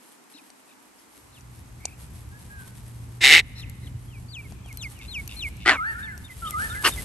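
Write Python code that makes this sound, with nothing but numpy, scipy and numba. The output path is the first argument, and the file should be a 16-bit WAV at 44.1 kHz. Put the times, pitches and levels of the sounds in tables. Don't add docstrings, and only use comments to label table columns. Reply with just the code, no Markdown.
import sys
import numpy as np
from scipy import signal
from scipy.fft import rfft, irfft
from scipy.io import wavfile
from scipy.ndimage import uniform_filter1d
from numba import njit

SR = 44100
rng = np.random.default_rng(int(sys.argv[2]) if len(sys.argv) > 2 else 0)


def materialize(psi):
    bounded = np.clip(np.atleast_2d(psi).T, -1, 1)
    quanta = np.round(bounded * 32767).astype(np.int16)
    wavfile.write(sys.argv[1], SR, quanta)


N = 310464
T = np.arange(N) / SR

# time_s, syrinx_pulse_hz, level_db
SCREECH_1 = [(3.204, 349.8, -43.5), (3.216, 349.7, -23.5), (3.234, 326.8, -18), (3.243, 137.2, -9),
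             (3.288, 140.1, -13), (3.34, 162, -7), (3.397, 174.5, -15.5), (3.416, 162, -38)]
SCREECH_2 = [(5.65, 100.6, -39.5), (5.664, 96, -18.5), (5.695, 139.3, -11), (5.736, 151.8, -24),
             (5.763, 288, -31), (5.777, 272, -40)]
SCREECH_3 = [(6.834, 398.5, -38.5), (6.848, 379.3, -17), (6.869, 310.6, -14.5), (6.896, 339, -29.5)]
# centre_hz, width_hz, relative_db
THROAT_1 = [(390, 340, -24.5), (770, 150, -21.5), (2133, 480, -1.5), (2900, 480, -9), (3720, 680, -9),
            (5360, 1100, -17), (6300, 850, -21.5), (8100, 940, -20), (11290, 1100, -25.5)]
THROAT_2 = [(348, 183, -5), (820, 260, -2.5), (1560, 760, 2), (1950, 310, 2.5), (3110, 420, -3),
            (4500, 590, -11.5), (6000, 1040, -18.5), (8000, 3400, -20)]
THROAT_3 = [(445, 410, -10), (1330, 420, 0), (1690, 840, -1), (2830, 560, -2.5), (4480, 1100, -8.5),
            (5370, 520, -9.5), (8900, 2200, -17)]
# start_s, snap_peak_db, knock_re_snap_db, upper_edge_hz
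SEED_CRACKS = [(.502, -38.5, -5, 9000), (1.408, -40.5, -23, 6950), (1.8535, -11.5, -13.5, 9250),
               (3.696, -32, -24.5, 11990), (4.522, -38.5, 2.5, 8000), (4.66, -43, 4.5, 9030),
               (4.727, -33, -30, 13000), (4.772, -25, -36, 13000), (4.989, -38, -30, 12000),
               (5.276, -24, -30, 12770), (5.568, -38, -21, 12000), (6.177, -33.5, -7, 11900),
               (6.507, -20.5, -25, 13000)]
# centre_hz, width_hz, relative_db
HUSK_MODES = [(2930, 1550, -19), (4710, 1100, -14), (5850, 1300, -9), (7260, 850, -7.5), (8480, 1800, -9),
              (11500, 1060, -2.5)]
# start_s, length_s, top_hz, end_hz, level_db (before swell and sag), overtone_db
FALLING_CHIRPS = [(0.35, 0.056, 4420, 2280, -45.5, -20), (1.34, 0.055, 3850, 2510, -45, -20),
                  (3.611, 0.039, 4100, 2240, -33, -14), (3.854, 0.032, 4450, 2610, -36, -20),
                  (4.077, 0.12, 3320, 2260, -51.5, -28), (4.28, 0.14, 4830, 2284, -39.5, -11.5),
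                  (4.397, 0.085, 2870, 2095, -47.5, -23), (4.64, 0.1, 3360, 2080, -45, -24),
                  (4.775, 0.11, 4270, 2030, -34, -2), (4.948, 0.086, 3020, 2100, -45.5, -22.5),
                  (5.077, 0.138, 4375, 2194, -31.5, -11), (5.362, 0.13, 4390, 2114, -30, -14),
                  (5.683, 0.122, 3747, 2105, -34.5, -16)]
# start_s, level_db (before swell and sag)
TWO_NOTE_PEEPS = [(6.025, -41), (6.24, -43), (6.464, -40), (6.694, -39), (6.917, -36)]
# start_s, length_s, start_pitch_hz, end_pitch_hz, beak_hz, level_db (before fades)
CHATTER_NOTES = [(0.33, 0.073, 1390, 1300, 4000, -50.5), (0.68, 0.069, 1300, 1196, 2800, -59),
                 (0.978, .04, 2400, 2870, 5300, -65), (1.29, 0.13, 1400, 1310, 3800, -65),
                 (1.782, .19, 2130, 2680, 2200, -52), (3.546, 0.087, 1346, 1346, 4244, -46),
                 (3.809, 0.081, 2050, 1950, 2900, -56), (6.44, .06, 3170, 3070, 3100, -43)]
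# start_s, length_s, level_db (before fades)
DRY_RATTLES = [(5.004, 0.067, -49), (5.283, 0.067, -44.5), (5.594, 0.071, -48.5)]
# centre_hz, width_hz, relative_db
RATTLE_MODES = [(2700, 460, 1), (3580, 490, -3), (4800, 1400, -12), (5950, 990, -18)]
# pitch_hz, left_minus_right_db
PORT_SHADE = [(1000, 2), (2150, -4), (2800, 2.5), (3700, 5.5), (6000, 9.5), (12000, 3)]
# start_s, length_s, lowest_pitch_time_s, lowest_to_highest_s,
# low_hz, high_hz, level_db, left_lead_samples
FAR_WHISTLES = [(2.308, 0.095, 2.5, .12, 1547, 1683, -53.5, -9),
                (2.493, 0.19, 2.65, .12, 1493, 1658, -46.5, -9.5),
                (5.775, .19, 5.797, 0.098, 1264, 1842, -27.5, 10),
                (5.937, 0.26, 5.945, 0.12, 1378, 1780, -37, 10),
                (6.414, 0.1, 6.51, .14, 1207, 1478, -32.5, 6),
                (6.529, 0.17, 6.75, 0.1, 1233, 1785, -27.5, 10),
                (6.69, 0.18, 6.69, 0.11, 1337, 1715, -34.5, 10.5)]
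# start_s, peak_db, pitch_hz
LOW_THUMPS = [(.345, -46.5, 285), (.415, -48, 254), (2.272, -32, 87), (3.945, -27.5, 100)]
# peak_s, rise_s, decay_s, level_db
MOVEMENTS = [(.07, .12, .08, -55.5), (2.08, 0.023, 0.14, -53.5), (2.43, 0.098, 0.55, -54),
             (2.8, 0.14, 0.25, -51), (4.45, 0.036, .2, -55), (4.76, .06, 0.36, -56.5),
             (5.4, 0.44, 1, -54.5), (6.44, .06, 0.5, -45), (6.82, 0.16, 3.8, -38)]
# freq_hz, relative_db_per_hz
RUSTLE_SPECTRUM = [(110, -38), (250, -0.5), (1500, -9), (3000, -6.5), (5500, -10.5), (7300, -9),
                   (8700, -1.5), (10000, -8), (11300, 2.5), (12000, -9), (12900, -21)]
# time_s, level_db
WIND_LEVEL = [(0, -104), (1.1, -73), (1.32, -53.5), (1.55, -44.5), (3.1, -42), (3.85, -39.5), (4.2, -41),
              (6.3, -41), (6.8, -35)]
# freq_hz, relative_db_per_hz
WIND_SPECTRUM = [(20, -27.5), (35, -18), (55, 0.5), (100, -5), (150, -10), (220, -15), (330, -24.5),
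                 (500, -33.5), (1000, -55)]
# time_s, level_db
HUM_LEVEL = [(1.05, -85), (1.5, -48.5), (2.6, -52.5), (2.85, -43), (4.0, -43), (5.4, -52.5)]
# freq_hz, relative_db_per_hz
AIR_SPECTRUM = [(110, -30), (190, -5), (270, 1), (550, -10.5), (900, -5), (1500, -10.5), (2400, -13.5),
                (3500, -20), (8000, -17), (12000, -22.5)]

CHIRP_FALL_S, CHIRP_FALL_SHARE = 0.00516, 0.065
CHIRP_SWELL_DB = 17
PEEP_S, PEEP_FALL_S, PEEP_TOP_HZ, PEEP_END_HZ, PEEP_SWELL_DB = 0.096, 0.00497, 3658, 2024, 7.5
WHISTLE_ATTACK_S, WHISTLE_RELEASE_SHARE = 0.02, 0.44
NIBBLE_FROM_S, NIBBLE_TO_S, NIBBLE_MIN_DB, NIBBLE_RANGE_DB = 4.4, 6.8, -46, 4
RUSTLE_REST_DB = -62.5
HUM_HZ, AIR_DB, WIND_TRIM_DB = 117.8, -57.5, -1.53
ECHO_T60_S, ECHO_DAMP_HZ = 1.0, 3220
TOP_HZ = 12915


def undb(db):
    return 10 ** (np.asarray(db) / 20)


def unit(x):
    return x / np.sqrt(np.mean(x ** 2) + 1e-18)


def curves(rows, t):
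    time_s, *columns = np.transpose(rows)
    return [np.interp(t, time_s, column) for column in columns]


def span(rows):
    return T[int(rows[0][0] * SR):int(rows[-1][0] * SR)]


def times(length_s):
    return np.arange(int(length_s * SR)) / SR


def swell(t, attack_s, release_s):
    ramp = np.minimum((t - t[0]) / attack_s, (t[-1] - t) / release_s)
    return np.sin(np.pi / 2 * np.clip(ramp, 0, 1)) ** 2


def fade(t, edge_s):
    return swell(t, edge_s, edge_s)


def noise(t):
    return rng.standard_normal(N)[:len(t)]


def walk(t, rate_hz):
    return 1.2 * np.interp((t - t[0]) * rate_hz, np.arange(4096), rng.standard_normal(4096))


def colour(x, points):
    hz, db = np.transpose(points)
    log_f = np.log(np.arange(N // 2 + 1) * SR / N + 1)
    return unit(irfft(rfft(x) * undb(np.interp(log_f, np.log(hz), db)), N))


@njit
def band(x, hz, width_hz):
    y, band_state, low_state = np.empty(len(x)), 0., 0.
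    for i in range(len(x)):
        g, k = np.tan(np.pi * hz[i] / SR), width_hz / hz[i]
        v = (band_state + g * (x[i] - low_state)) / (1 + g * (g + k))
        band_state, low_state = 2 * v - band_state, low_state + 2 * g * v
        y[i] = k * v
    return y


def resonate(x, modes, tuning=1):
    out = 0
    for hz, width_hz, db in modes:
        centre_hz = np.minimum(hz * tuning * np.ones(len(x)), SR / 2.2)
        once = band(x, centre_hz, float(width_hz))
        out = out + undb(db) * band(once, centre_hz, float(width_hz))
    return out


def add(out, x, start_s, pan_db=0, lag=0):
    for channel, side in enumerate((1, -1)):
        i = max(int(start_s * SR) + channel * lag, 0)
        part = x[:max(N - i, 0)]
        out[channel, i:i + len(part)] += part * undb(side * pan_db / 2)


def spread(make, side_db):
    return make() + undb(side_db) * make() * np.array([[1], [-1]])


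def syrinx(t, hz, rasp, jitter, scatter_db, open_share):
    turns = np.cumsum(hz * (1 + jitter * walk(t, 200))) / SR
    slaps = np.diff(np.floor(turns), prepend=0) * np.sqrt(SR / hz) * undb(scatter_db * walk(t, 300))
    air = unit(noise(t) * (0.6 + np.exp(-(turns % 1) / open_share)))
    rasp = np.clip(rasp, 0, 1)
    return np.sqrt(1 - rasp) * slaps, np.sqrt(rasp) * air


def screech(rows, throat, jitter, scatter_db, rasp_hz, rasp_db, rasp_share,
            gape_per_db, sink_per_s, dull_db_per_s, body_db):
    t = span(rows)
    hz, db = curves(rows, t)
    effort_db, late_s = db - db.max(), t - t.mean()
    rasp = np.clip(rasp_share + 1.8 * late_s - 0.008 * effort_db, 0.05, 1)
    tuning = 1 + gape_per_db * effort_db - sink_per_s * (t - t[np.argmax(db)])
    slaps, air = syrinx(t, hz, rasp, jitter * rasp, scatter_db, open_share=0.48)
    shrill = resonate(air, [(rasp_hz, 500, rasp_db)])
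    voice = resonate(slaps + air + shrill, throat, tuning * (1 + 0.017 * walk(t, 150)))

    low = signal.sosfiltfilt(signal.butter(3, 3200, fs=SR, output="sos"), voice)
    voice = low + (voice - low) * undb(-dull_db_per_s * late_s)
    steady = voice / np.sqrt(uniform_filter1d(voice ** 2, size=SR // 45) + 1e-9)
    body = unit(resonate(slaps + air, [(560, 930, 0)], tuning)) * undb(body_db + 0.22 * effort_db)
    return (steady * undb(db) + body) * fade(t, 0.005)


def screeches():
    out = np.zeros((2, N))
    first = screech(SCREECH_1, THROAT_1, jitter=0.13, scatter_db=0.3, rasp_hz=2665, rasp_db=5.5,
                    rasp_share=0.33, gape_per_db=0.001, sink_per_s=-0.1, dull_db_per_s=40, body_db=-42)
    second = screech(SCREECH_2, THROAT_2, jitter=0.35, scatter_db=2.0, rasp_hz=1500, rasp_db=-14,
                     rasp_share=0.37, gape_per_db=0.01, sink_per_s=1.7, dull_db_per_s=20, body_db=-49)
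    third = screech(SCREECH_3, THROAT_3, jitter=0.2, scatter_db=3.0, rasp_hz=2900, rasp_db=3.5,
                    rasp_share=0.55, gape_per_db=0.02, sink_per_s=1.5, dull_db_per_s=62, body_db=-42)
    add(out, first, SCREECH_1[0][0], pan_db=-1.8)
    add(out, second, SCREECH_2[0][0], pan_db=1.0, lag=2)
    add(out, third, SCREECH_3[0][0], pan_db=1.5, lag=2)
    return out


def crack(db, knock_db, edge_hz, burst_s=0.0012, tail_s=0.0062, knock_hz=750):
    t = T[:SR // 30]
    burst = noise(t) * (np.exp(-t / burst_s) + 0.052 * np.exp(-t / tail_s))
    snap = resonate(burst, HUSK_MODES)
    snap = signal.sosfilt(signal.butter(10, min(edge_hz, SR / 2.2), fs=SR, output="sos"), snap)
    knock = np.sin(2 * np.pi * knock_hz * t) * np.exp(-t / 0.0016)
    return undb(db) * (snap / np.abs(snap).max() + undb(knock_db) * knock)


def cracks(nibble_count=5):
    out = np.zeros((2, N))
    for start_s, db, knock_db, edge_hz in SEED_CRACKS:
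        add(out, crack(db, knock_db, edge_hz), start_s, pan_db=4.5)
    for when, size in rng.random((nibble_count, 2)):
        nibble = crack(NIBBLE_MIN_DB + NIBBLE_RANGE_DB * size, knock_db=-26, edge_hz=13000)
        add(out, nibble, NIBBLE_FROM_S + when * (NIBBLE_TO_S - NIBBLE_FROM_S), pan_db=2.5)
    return out


def chirp(length_s, fall_s, top_hz, end_hz, db, swell_db, overtone_db):
    t = times(length_s)
    middle_s = 0.46 * length_s
    slide = 0.5 + 0.5 * np.tanh((t - middle_s) / fall_s / 2)
    scoop = 1 - 230 * np.maximum(middle_s - t - 0.04, 0) ** 2
    hz = (top_hz + (end_hz - top_hz) * slide) * scoop * (1 + 0.0052 * walk(t, 255))
    phase = 2 * np.pi * np.cumsum(hz) / SR

    flare = 4 * slide * (1 - slide)
    overtones = flare ** 2 * np.sin(2 * phase) + undb(-14) * flare * np.sin(3 * phase)
    tone = np.sin(phase) + undb(overtone_db) * overtones
    level_db = db - swell_db * (1 - slide) + 1.5 * walk(t, 120)
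    voiced = 1 / (1 + flare * (0.007 / fall_s) ** 4)
    sag = 1.7 * (1 - 0.88 * np.exp((t - t[-1]) / 0.042))
    return np.sqrt(2) * tone * undb(level_db) * voiced * sag * fade(t, 0.0083)


def chirps():
    out = np.zeros((2, N))
    for start_s, length_s, top_hz, end_hz, db, overtone_db in FALLING_CHIRPS:
        fall_s = CHIRP_FALL_S + CHIRP_FALL_SHARE * length_s
        add(out, chirp(length_s, fall_s, top_hz, end_hz, db, CHIRP_SWELL_DB, overtone_db), start_s)
    for start_s, db in TWO_NOTE_PEEPS:
        peep = chirp(PEEP_S, PEEP_FALL_S, PEEP_TOP_HZ, PEEP_END_HZ, db, PEEP_SWELL_DB, overtone_db=-20)
        add(out, peep, start_s)
    return out


def chatter(quaver_hz=46, depth=0.05):
    out = np.zeros((2, N))
    for start_s, length_s, from_hz, to_hz, beak_hz, db in CHATTER_NOTES:
        t = times(length_s)
        quaver = 1 + depth * np.sin(2 * np.pi * quaver_hz * t) + 0.031 * walk(t, 600)
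        hz = np.linspace(from_hz, to_hz, len(t)) * quaver
        phase = 2 * np.pi * np.cumsum(hz) / SR
        tone = sum(np.sin(k * phase) / (1 + ((k * hz - beak_hz) / 900) ** 2) for k in range(1, 6))
        broken = undb(3.6 * walk(t, 212))
        add(out, unit(tone * broken) * undb(db) * fade(t, length_s / 3), start_s)
    return out


def rattles(rate_hz=102):
    out = np.zeros((2, N))
    for start_s, length_s, db in DRY_RATTLES:
        t = times(length_s)
        source = sum(syrinx(t, rate_hz, rasp=0.32, jitter=0.06, scatter_db=3.0, open_share=0.2))
        add(out, unit(resonate(source, RATTLE_MODES)) * undb(db) * fade(t, 0.015), start_s)
    return out


def shade(x, lead_s=0.00007):
    f_hz = np.arange(N // 2 + 1) * SR / N
    balance_db = np.interp(f_hz, *np.transpose(PORT_SHADE))
    tilt = undb(balance_db / 2) * np.exp(1j * np.pi * f_hz * lead_s)
    return irfft(rfft(x) * np.array([tilt, 1 / tilt]), N)


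def whistles():
    out = np.zeros((2, N))
    for start_s, length_s, lowest_s, rise_s, low_hz, high_hz, db, lead in FAR_WHISTLES:
        t = start_s + times(length_s)
        climb = np.sin(np.pi / 2 * (t - lowest_s) / rise_s) ** 2
        hz = low_hz + (high_hz - low_hz) * climb
        phase = np.pi * np.cumsum(hz * (1 + 0.007 * walk(t, 200))) / SR
        others = undb(-24) * np.sin(phase) + undb(-25) * np.sin(3 * phase) + undb(-30) * np.sin(5 * phase)
        tone = np.sin(2 * phase) + (hz / high_hz) ** 5 * others
        shape = swell(t, WHISTLE_ATTACK_S, WHISTLE_RELEASE_SHARE * length_s)
        level = undb(db + 0.71 * walk(t, 90))
        add(out, np.sqrt(2) * tone * level * shape, start_s, lag=int(round(lead)))
    return out


def thumps(swell_s=0.0084):
    out, t = np.zeros((2, N)), T[:SR // 8]
    for start_s, db, hz in LOW_THUMPS:
        phase = 2 * np.pi * np.cumsum(hz * (1 + 0.04 * walk(t, 140))) / SR
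        shape = (t / swell_s * np.exp(1 - t / swell_s)) ** 2
        add(out, undb(db) * np.sin(phase) * shape, start_s)
    return out


def rustle(grain_db=3.5, flutter_db=3.5):
    def grains():
        sizes = undb(grain_db * np.minimum(rng.exponential(size=N), 6))
        clicks = rng.standard_normal(N) * sizes * (rng.random(N) < 0.4)
        return colour(clicks, RUSTLE_SPECTRUM)

    power = undb(RUSTLE_REST_DB) ** 2
    for peak_s, rise_s, decay_s, db in MOVEMENTS:
        from_peak_s = T - peak_s
        shape = np.exp(-np.where(from_peak_s < 0, (from_peak_s / rise_s) ** 2, from_peak_s / decay_s))
        power = power + (undb(db) * shape) ** 2
    return spread(grains, side_db=-3) * np.sqrt(power) * undb(flutter_db * walk(T, 25))


def scatter(x, t60_s, damp_hz, build_s):
    t = T[:SR]
    decay = undb(-60 * t / t60_s)
    tail = rng.standard_normal((2, SR)) * decay * (1 - np.exp(-(t / build_s) ** 2))
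    tail /= np.sqrt(np.sum(tail ** 2, axis=1, keepdims=True))
    tail = signal.sosfilt(signal.butter(2, min(damp_hz, SR / 2.2), fs=SR, output="sos"), tail)
    return signal.fftconvolve(x, tail, axes=1)[:, :N]


def wind(buffet_db=2.0):
    level_db, = curves(WIND_LEVEL, T)
    rumble = spread(lambda: colour(noise(T), WIND_SPECTRUM), side_db=-13)
    return rumble * undb(level_db + WIND_TRIM_DB + buffet_db * walk(T, 13))


def hum():
    level_db, = curves(HUM_LEVEL, T)
    phase = 2 * np.pi * np.cumsum(HUM_HZ * (1 + 0.012 * walk(T, 11))) / SR
    return np.sqrt(2) * np.sin(phase) * undb(level_db + 1.7 * walk(T, 9))


def far_air():
    wash = spread(lambda: colour(noise(T), AIR_SPECTRUM), side_db=-0.5)
    return wash * undb(AIR_DB + 0.75 * walk(T, 3.8))


def scene():
    near = screeches() + cracks()
    small = shade(chirps() + chatter() + rattles())
    far = whistles()
    treble = signal.sosfilt(signal.butter(2, 1100, "high", fs=SR, output="sos"), near)
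    ground = scatter(treble, t60_s=0.014, damp_hz=9000, build_s=0.0007)[0] * np.array([[1], [-1]])
    trees = scatter(undb(-37.0) * near + undb(-14) * small, ECHO_T60_S, ECHO_DAMP_HZ, build_s=0.27)
    slope = scatter(far, t60_s=0.65, damp_hz=3000, build_s=0.015)
    birds = near + small + far
    echoes = undb(-8.5) * ground + trees + undb(-10.5) * slope
    return birds + echoes + thumps() + rustle() + wind() + hum() + far_air()


def record(dry, notch_hz=10150, notch_q=14.0):
    x = signal.lfilter(*signal.iirnotch(notch_hz, notch_q, fs=SR), dry)
    x = x / (1 + x ** 6) ** (1 / 6)
    return signal.sosfilt(signal.ellip(8, 0.2, 70, TOP_HZ, fs=SR, output="sos"), x)


dry = scene()
out = record(dry)
materialize(out)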